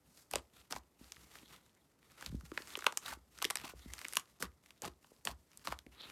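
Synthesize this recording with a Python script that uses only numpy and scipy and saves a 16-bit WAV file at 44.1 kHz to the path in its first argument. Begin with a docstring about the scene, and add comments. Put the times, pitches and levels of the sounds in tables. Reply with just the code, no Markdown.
"""Thick slime worked by two hands

Two hands poke, stretch, fold and squeeze thick slime on a table, close to a phone in a small quiet room.
Trapped air pockets burst as snapped films with ringing cavities; fingers squelch in, crushing dense bubbles.
The stretched foam tears in a fine crackle and fizz of random ruptures that follow the strokes of the hands.
Lump and hands thud as damped low tones, and the table hums in its modes over a faint rumble and hiss."""
import sys
import numpy as np
from scipy import signal
from scipy.fft import rfft, irfft, next_fast_len
from scipy.io import wavfile
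from scipy.ndimage import uniform_filter1d

SR = 44100
rng = np.random.default_rng(int(sys.argv[2]) if len(sys.argv) > 2 else 0)


def generate_wav(signal):
    """Clip the signal to [-1, 1] and save it as 16-bit WAV at the path in sys.argv[1]."""
    frames = np.transpose(np.atleast_2d(signal))
    scaled = np.clip(frames, -1, 1) * 32767
    pcm = np.round(scaled).astype(np.int16)
    wavfile.write(sys.argv[1], SR, pcm)


N = 269451
TIME = np.arange(N) / SR

# air squeezed out along sinking fingers; levels hold before the sag during each push:
# start_s, length_s, level_db, wet_low_end_db (re level), spray_db (re level), finger_hole_hz
SQUELCHES = [(0.307, 0.028, -59.5, 0, 5.5, 1540), (0.329, 0.064, -51, -3, -14, 720),
             (0.701, 0.076, -55.5, -1, 2.5, 950), (1.51, 0.021, -76, -16, -7, 2100),
             (3.051, 0.087, -45.5, -18.5, -2, 1440), (3.635, 0.079, -50, -14, -1, 1500),
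             (4.169, 0.0097, -64, 10, -10, 1360), (4.396, 0.041, -57, 1.5, 8, 1304),
             (4.423, 0.035, -49.5, -0.5, -10, 1200), (4.822, 0.061, -48.5, 0, -5.5, 860),
             (5.252, 0.034, -54.5, 0, -1, 904), (5.267, 0.048, -49, -7, -3, 984),
             (5.645, 0.016, -53.5, -7, 4.5, 1190), (5.665, 0.07, -48, -8.5, -5.5, 1150)]
# spectrum of the finest bubbles, in fizz and spray: frequency_hz, level_db (per Hz)
FIZZ_COLOUR = [(2500, -40), (4500, 0.5), (7500, 0), (10500, -3.5), (13500, -3.5), (16000, 1)]
POP_SIZE, POP_LEAD = 2048, 256  # samples in a pop, and those before its snap
RIP_S = .0012  # time constant of the film's rip before it snaps


def undb(db):
    """Decibels express an amplitude ratio: 20 dB per factor of ten."""
    return 10 ** (np.asarray(db) / 20)


def unit(x):
    """Equal mean power: scale a signal to rms 1."""
    return x / np.sqrt(np.mean(x ** 2) + 1e-24)


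def add(out, start_s, x):
    """Superposition: pressures of separate sources sum from their start times."""
    i = max(int(start_s * SR), 0)
    out[i:i + len(x)] += x[:max(len(out) - i, 0)]


def band(x, lo_hz, hi_hz, order=2):
    """Causal band-pass filtering keeps the onset from smearing backwards."""
    coefficients = signal.butter(order, [lo_hz, min(hi_hz, .48 * SR)], "band", fs=SR)
    return signal.lfilter(*coefficients, x)


def colour(x, points):
    """Zero-phase spectral shaping by (Hz, dB) points joined on a log-frequency scale."""
    hz, db = np.transpose(points)
    size = next_fast_len(len(x) + POP_SIZE)
    f = np.maximum(np.fft.rfftfreq(size, 1 / SR), 1)
    gain = undb(np.interp(np.log(f), np.log(hz), db))
    return irfft(rfft(x, size) * gain, size)[:len(x)]


def walk(rate):
    """Slow random modulation: straight slopes between `rate` random levels a second, rms about 1.3."""
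    k = int(SR / rate)
    held = np.repeat(rng.standard_normal(N // k + 1), k)
    return 1.6 * uniform_filter1d(held, k)[:N]


def ruptures(rate, spread_db):
    """Shot noise: tiny bubble walls snap at random, a few much harder than the rest; rms 1."""
    hardness = np.minimum(rng.exponential(size=N), 5)
    snapping = rng.random(N) < rate / SR
    sign = rng.choice([-1, 1], N)
    return unit(snapping * sign * undb(abs(spread_db) * hardness))


def ring(t, hz, cycles):
    """Damped resonance: a soft-walled cavity struck at t = 0 dies away within a few cycles."""
    return (t >= 0) * np.cos(2 * np.pi * hz * t) * np.exp(-np.abs(t) * hz / cycles)


def bubbles(count, lo_hz, hi_hz, cycles, spread_db):
    """Cavity resonance: small cavities open at random, each with its own short ring; rms 1."""
    out, t = np.zeros(N), np.arange(POP_SIZE // 2) / SR
    for when, pitch, size in rng.random((count, 3)):
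        hz = lo_hz * (hi_hz / lo_hz) ** pitch
        add(out, when * N / SR, undb(spread_db * size ** 2) * unit(ring(t, hz, cycles)))
    return unit(out)


def hiss(level_db=-75.5):
    """Stationary coloured noise: the faint steady background."""
    # background spectrum: frequency_hz, level_db (per Hz, relative)
    quiet_colour = [(15, -59), (25, -7.5), (286, -3.5), (427, -7.5), (790, -12), (903, -12), (1630, -22.5),
                    (1760, -21), (2300, -25.5), (3540, -53.5), (10300, -42.5), (15000, -34.5)]
    return undb(level_db) * unit(colour(rng.standard_normal(N), quiet_colour))


def effort():
    """Strain drives rupture: dB levels of crackle and fizz swell with each stroke, then the foam settles."""
    # strokes that tear the foam: fingers lift from their holes, a long stretch, peeling and folding,
    # balling up, kneading, squeezing in both fists, fingers lifting again, a wide pull;
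    # start_s, pull_s, ease_s, crackle_db (full pull, before tearing's trim), fizz_db (re crackle, before trim)
    strokes = [(0.09, 0.10, 0.06, -68.5, 7), (0.522, 0.045, 0.07, -65.5, 0), (0.98, 0.04, 0.25, -68, 2),
               (1.119, 0.05, 0.40, -69, 0.5), (1.30, 0.05, 0.10, -58.5, 0), (1.49, 0.045, 0.04, -58.5, -5),
               (1.57, 0.03, 0.13, -73.5, -12), (2.00, 0.23, 0.028, -57, -3), (2.25, 0.015, 0.018, -53, -4),
               (2.30, 0.02, 0.15, -70, 3.5), (2.432, 0.05, 0.05, -67, 3), (2.53, 0.07, 0.10, -57, 1),
               (2.66, 0.035, 0.20, -56.5, 1.5), (3.01, 0.075, 0.03, -51, -3.5), (3.30, 0.15, 0.10, -59, 1),
               (3.562, 0.06, 0.04, -55.5, -10), (3.74, 0.03, 0.30, -66.5, 0.5),
               (3.85, 0.11, 0.20, -61, 1.5), (4.06, 0.135, 0.01, -57, 6), (4.25, 0.05, 0.036, -76, 2.5),
               (4.619, 0.04, 0.12, -74, 2), (5.009, 0.02, 0.24, -77, 7), (5.489, 0.06, 0.20, -71.5, 2),
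               (5.91, 0.14, 0.15, -56, -8.5)]
    rest_db, rest_fizz_db = -83, -81  # foam settling by itself, before tearing's trim
    # a stroke takes hold over grip_s, and grows at this rate as the slime thins
    grip_s, swell_db_per_s = 0.015, 86.5
    # foam disturbed by a finger fizzes on, this far below the push, with this decay time constant
    settle_db, settle_s = -27.5, 0.058
    crackle_power, fizz_power = undb(rest_db) ** 2, undb(rest_fizz_db) ** 2
    for start_s, pull_s, ease_s, db, fizz_db in strokes:
        past_top = TIME - start_s - pull_s
        swell = undb(swell_db_per_s * np.minimum(past_top, 0))
        ease = np.exp(-(np.maximum(past_top, 0) / ease_s) ** 1.3)
        pull = np.clip((TIME - start_s) / grip_s, 0, 1) * swell * ease
        crackle_power = crackle_power + (pull * undb(db)) ** 2
        fizz_power = fizz_power + (pull * undb(db + fizz_db)) ** 2
    for start_s, length_s, db, *_ in SQUELCHES:
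        age = TIME - start_s - length_s
        settling = (age > 0) * np.exp(-np.abs(age) / settle_s)
        fizz_power = fizz_power + (settling * undb(db + settle_db)) ** 2
    return 10 * np.log10(crackle_power), 10 * np.log10(fizz_power)


def rumble(effort_db, rumble_db=-73, follow=0.56):
    """Forced vibration: the working hands shake the table a little, more so when they pull harder."""
    shake_colour = [(30, -19.5), (48, -10.5), (62, 1.0), (85, -10.0), (150, -7), (300, -14.5), (600, -27.5)]
    shake = unit(colour(rng.standard_normal(N), shake_colour))
    level_db = rumble_db + follow * (effort_db - effort_db.mean())
    return shake * undb(level_db + 2.3 * walk(rate=19))


def tearing(coarse_db, fine_db, crackle_db=-1.5, fizz_db=-1, patch_db=-5, drift_db=4, tick_db=-6):
    """Size sets pitch as foam cells give way: little pockets tick, smaller cells crackle, the finest fizz."""
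    # spectrum of the smaller cells: frequency_hz, level_db (per Hz)
    crackle_colour = [(100, -18.5), (300, 0), (650, -3.5), (1100, 0), (1600, -2.5), (2300, -3), (3200, -6),
                      (4500, -10.5), (7000, -29.5)]
    flurry = undb(1.9 * walk(rate=110))
    cells = ruptures(rate=1900, spread_db=2.0)
    crackle = unit(colour(cells + 1.3 * rng.standard_normal(N), crackle_colour))
    fizz = unit(colour(cells + .9 * rng.standard_normal(N), FIZZ_COLOUR))
    # patches of like-sized cells tear together, so the colour of the crackle keeps shifting
    patches = np.zeros(N)
    for hz in (1150, 1720, 2370, 3100):
        patches += undb(drift_db * walk(rate=25)) * band(cells, hz, 1.35 * hz)
    ticks = bubbles(count=190, lo_hz=1400, hi_hz=8000, cycles=.9, spread_db=18)
    coarse = unit(crackle + undb(patch_db) * unit(patches) + undb(tick_db) * ticks)
    return flurry * (undb(coarse_db + crackle_db) * coarse + undb(fine_db + fizz_db) * fizz)


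def pop(mouth_hz, pocket_hz, plop_db, snap_db, splutter_db, splutter_s=0.0027, lead_db=-7, ring_db=3,
        mouth_cycles=1.3, pocket_cycles=1.4, recoil_db=-16):
    """Impulse excites cavities: a film rips and snaps, its rim splutters, mouth rings high and pocket low."""
    level_size = 220  # samples (5 ms) over which the crack's level is reckoned
    t = (np.arange(POP_SIZE) - POP_LEAD) / SR
    before = undb(lead_db) * np.exp(-np.abs(t) / RIP_S)
    after = np.exp(-np.abs(t) / splutter_s)
    splutter = unit(rng.standard_normal(POP_SIZE) ** 3 * np.where(t < 0, before, after))
    # the film lets go in two steps, a fraction of a millisecond apart
    second_step = np.arange(POP_SIZE) == POP_LEAD + rng.integers(8, 30)
    film = unit(1. * (t == 0) - .7 * second_step)
    burst = unit(film + undb(splutter_db) * splutter)
    mouth = unit(ring(t, mouth_hz, mouth_cycles))
    pocket = unit(ring(t - .0005, pocket_hz, pocket_cycles))
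    air = burst + undb(ring_db) * mouth
    crack = unit(band(air, 820, 3500))
    snap = unit(band(air, 4200, 15000, order=3))
    plop = unit(band(pocket + 2.3 * burst, pocket_hz / 2, pocket_hz * 2))
    recoil = unit(band(film, 220, 700))  # the soft wall around the pocket springs back
    sound = crack + undb(plop_db) * plop - undb(snap_db) * snap + undb(recoil_db) * recoil
    return sound * np.sqrt(level_size / POP_SIZE)


def small_pops(effort_db, count=60, over_db=3, spread_db=6, plop_db=-7, snap_db=-3, splutter_db=5):
    """Rate follows strain: lesser pockets burst at random, more often and louder the harder the pull."""
    chance = np.cumsum(np.sqrt(undb(effort_db)))
    out = np.zeros(N)
    for when, size, mouth, pocket in rng.random((count, 4)):
        i = np.searchsorted(chance, when * chance[-1])
        sound = pop(1900 * 4.2 ** mouth, 800 * 2 ** pocket, plop_db, snap_db, splutter_db)
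        level_db = effort_db[i] + over_db + spread_db * (size - .5)
        add(out, (i - POP_LEAD) / SR, undb(level_db) * sound)
    return out


def squelches(rise_s=0.0071, fall_s=0.0079, sag_db=4, gurgle_db=0, hole_db=-3, hole_cycles=0.89):
    """Noise-driven resonance: a sinking finger crushes dense small bubbles, which ring in its hole."""
    # spectrum of the squish: frequency_hz, level_db (per Hz)
    squish_colour = [(400, -24.5), (750, -4), (1100, 4), (1600, -5.5), (2200, -1.5), (2900, -0.5),
                     (4500, -5.5), (7000, -57)]
    # spectrum of the wet low end: frequency_hz, level_db (per Hz)
    wet_colour = [(100, -2.5), (200, 5.5), (400, 3), (700, -8.5), (1200, -26.5)]
    crush = ruptures(rate=5000, spread_db=3.5) * undb(2.8 * walk(rate=260))
    squish = unit(colour(crush, squish_colour))
    wet = unit(colour(crush, wet_colour))
    spray = unit(colour(crush, FIZZ_COLOUR))
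    gurgle = bubbles(count=800, lo_hz=600, hi_hz=4000, cycles=3.2, spread_db=14)
    squish = unit(squish + undb(gurgle_db) * gurgle)
    out = np.zeros(N)
    for start_s, length_s, db, wet_db, spray_db, hole_hz in SQUELCHES:
        t = np.arange(int((length_s + 5 * fall_s) * SR)) / SR
        i = int(start_s * SR) + np.arange(len(t))
        rise = np.minimum(t / rise_s, 1)
        fall = np.exp(-np.maximum(t - length_s, 0) / fall_s)
        push = rise * fall * undb(db - sag_db * t / length_s)
        hole = unit(signal.fftconvolve(squish[i], ring(t, hole_hz, hole_cycles))[:len(t)])
        body = unit(unit(squish[i]) + undb(hole_db) * hole)
        add(out, start_s, push * (body + undb(wet_db) * unit(wet[i]) + undb(spray_db) * unit(spray[i])))
    return out


def pops(dry_splutter_db=6, wet_splutter_db=7.5):
    """Sudden pressure release: large pockets burst, spluttering more under a sinking finger."""
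    # large air pockets bursting, level_db being that of the crack over 5 ms:
    # snap_s, level_db, mouth_hz, pocket_hz, plop_db (re level), snap_db (re level)
    large_pockets = [(0.3124, -61.5, 8950, 1750, 5, 16), (0.3362, -41, 2630, 780, 6, -1.5),
                     (0.3568, -33.5, 7940, 595, -0.5, -3), (0.7095, -50, 9300, 1030, -13, -3.5),
                     (0.7242, -40, 5300, 850, -0.5, -3), (0.732, -48, 1410, 780, 1, -21),
                     (0.7622, -54, 6560, 1020, 13, -1), (1.1209, -50, 5800, 1430, -32, 1.5),
                     (1.167, -57.5, 1850, 1030, -12, -14), (1.3546, -52, 1720, 850, -27, -24),
                     (2.2249, -45.5, 1530, 820, -14.5, -11), (2.2622, -43.5, 4500, 300, -11, -2),
                     (2.4096, -58, 1270, 300, -17, -6), (2.5168, -48, 1220, 325, 2, -18),
                     (2.576, -32.5, 1780, 980, -9.5, -28), (2.7539, -36.5, 3020, 1100, -11.5, -32),
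                     (2.7725, -52.5, 1510, 386, 8.5, 4), (2.7902, -50, 7000, 1260, 1.5, -1.5),
                     (2.823, -44, 1500, 674, -18.5, -24), (2.8429, -42, 1380, 740, -17, -7.5),
                     (2.866, -24, 2580, 944, 0.5, -12.5), (2.9241, -49, 7600, 870, 1, -4.5),
                     (2.9735, -39, 7070, 1510, -24, 7), (3.3875, -57.5, 6130, 1266, 2, 2.5),
                     (3.4185, -42, 2920, 1140, 0, -23.5), (3.4245, -43, 2760, 1000, 5, 8.5),
                     (3.4444, -39.5, 5270, 1830, 3, 0.5), (3.451, -31, 3130, 417, -8, -5.5),
                     (3.502, -38, 2100, 940, -4.5, -1), (3.5071, -38, 9000, 940, -2, 0),
                     (3.5563, -37, 8450, 1620, -22, 0), (3.5709, -45.5, 4900, 2080, -3, 1),
                     (3.9363, -47, 7400, 1580, -19, 1.5), (3.9908, -52.5, 2070, 1090, -8, 3),
                     (4.0152, -50, 1860, 990, -7, -2.5), (4.0466, -46.5, 2200, 420, -21, -6),
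                     (4.0507, -39, 2160, 360, -18, -16), (4.084, -53.5, 8700, 1670, -20, 8),
                     (4.1256, -52.5, 2060, 530, -8, 3), (4.1348, -47, 9900, 1640, -18, 4),
                     (4.1555, -50.5, 9900, 1620, -19, 9), (4.1696, -29.5, 2820, 1040, -4.5, 1),
                     (4.1966, -60.5, 7100, 1220, -26, 11), (4.425, -35, 1470, 475, -8.5, -3),
                     (4.6606, -61.5, 2060, 1085, -18, -4), (4.7064, -56.5, 2800, 1410, -11, -6),
                     (4.8204, -53, 7100, 482, 3.5, 9), (4.8453, -52, 2700, 1233, 7, -10),
                     (4.8516, -46.5, 7350, 760, -1, -7), (5.0446, -65.5, 2840, 1020, 3.5, -16),
                     (5.2523, -49, 7900, 540, -3.5, 10.5), (5.2722, -34, 2970, 1057, -2, -14),
                     (5.574, -72.5, 8900, 1040, -4, 21.5), (5.6726, -42, 4300, 950, 5.5, -4),
                     (5.7233, -43.5, 2060, 1005, 8.5, -7), (5.7894, -53.5, 3690, 1520, -11, -0.5),
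                     (5.865, -58.5, 2130, 399, 2, -12)]
    out = np.zeros(N)
    for snap_s, db, *pocket in large_pockets:
        wet = any(start_s - RIP_S <= snap_s <= start_s + length_s for start_s, length_s, *_ in SQUELCHES)
        sound = pop(*pocket, wet_splutter_db if wet else dry_splutter_db)
        add(out, snap_s - POP_LEAD / SR, undb(db) * sound)
    return out


def thuds(cycles=0.73, swell_s=0.054):
    """Modal excitation: the soft lump's blow is dead and low; its slow push sets the table top humming."""
    # soft blows on the table, each with its own strength and pitch: start_s, peak_db, pitch_hz, hum_peak_db
    blows = [(0.327, -55, 169, -50.5), (0.746, -48, 152, -56), (1.01, -46, 242, -60.5),
             (1.429, -50, 264, -86), (2.266, -46, 222, -45.5), (2.297, -41, 127, -60.5),
             (2.324, -36, 176, -39.5), (2.344, -31, 208, -55.5), (2.432, -45, 146, -54),
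             (2.517, -37.5, 320, -67.5), (2.602, -45, 333, -65), (3.104, -53, 199, -55),
             (3.17, -51.5, 312, -65.5), (3.447, -41, 304, -75), (3.639, -42, 275, -67),
             (3.735, -42.5, 454, -51), (3.857, -41.5, 217, -48), (4.424, -51, 300, -50),
             (4.851, -40, 340, -54.5), (5.117, -49.5, 461, -76), (5.287, -63, 110, -49),
             (5.690, -44, 182, -49), (5.863, -47, 254, -59)]
    # modes of the table top: frequency_hz, t60_s, level_db (relative)
    table_modes = [(62.3, 0.2, 6.5), (78.7, 0.32, -6), (107, 0.23, -10), (150, 0.12, -1.5)]
    t = np.arange(SR // 2) / SR
    hum = np.zeros(len(t))
    for hz, t60_s, db in table_modes:
        hum += undb(db) * np.sin(2 * np.pi * hz * t) * np.exp(-np.log(1000) * t / t60_s)
    hum = hum * (1 - np.exp(-t / swell_s))
    out = np.zeros(N)
    for start_s, db, hz, hum_db in blows:
        age = t * hz / cycles
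        blow = np.sin(2 * np.pi * hz * t) * np.exp(-age) * (1 - np.exp(-4 * age))
        add(out, start_s, undb(db) * blow / np.abs(blow).max() + undb(hum_db) * hum / np.abs(hum).max())
    return out


def room(x, wet_db=-19, t60_s=0.18, treble_t60_s=0.13, first_s=0.011):
    """Diffuse reverberation: nearby walls add a short, dull noise tail whose treble dies sooner."""
    # spectrum of the tail: frequency_hz, level_db (relative)
    tail_colour = [(60, -9.5), (250, -3), (600, -6), (1100, -8), (1700, -5.5), (2800, -11), (6000, -9.5),
                   (14000, -13.5)]
    t = np.arange(SR // 2) / SR
    noise = colour(rng.standard_normal(len(t)), tail_colour)
    low = colour(noise, [(1300, 0), (2600, -30)])
    low_tail = low * np.exp(-np.log(1000) * t / t60_s)
    treble_tail = (noise - low) * np.exp(-np.log(1000) * t / treble_t60_s)
    onset = np.minimum(t / first_s, 1) ** 2
    tail = unit((low_tail + treble_tail) * onset) / np.sqrt(len(t))  # unit energy
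    return x + undb(wet_db) * signal.fftconvolve(x, tail)[:N]


def scene():
    """Superposition: slime and thuds sound in the room; table rumble and hiss join without reverberation."""
    coarse_db, fine_db = effort()
    slime = tearing(coarse_db, fine_db) + small_pops(coarse_db) + squelches() + pops()
    return (room(slime + thuds()) + rumble(coarse_db) + hiss())[None]


def record(dry, lag_cycles=0.94, knee_hz=45, top_hz=16500):
    """Dispersion: the phone delays lows by about a cycle, so blows chirp downwards; it dulls and cuts the top."""
    # the phone's response: frequency_hz, gain_db
    phone_response = [(20, -16), (58, 0), (13800, 0), (14200, -16), (16000, -18), (22000, -40)]
    size = next_fast_len(N + SR // 4)
    f = np.fft.rfftfreq(size, 1 / SR)
    lag = np.exp(-2j * np.pi * lag_cycles * np.log(1 + f / knee_hz))
    lagged = irfft(rfft(dry[0], size) * lag, size)[:N]
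    top_cut = signal.ellip(8, .2, 70, top_hz, fs=SR, output="sos")
    return signal.sosfilt(top_cut, colour(lagged, phone_response))[None]


dry = scene()
out = record(dry)
generate_wav(out)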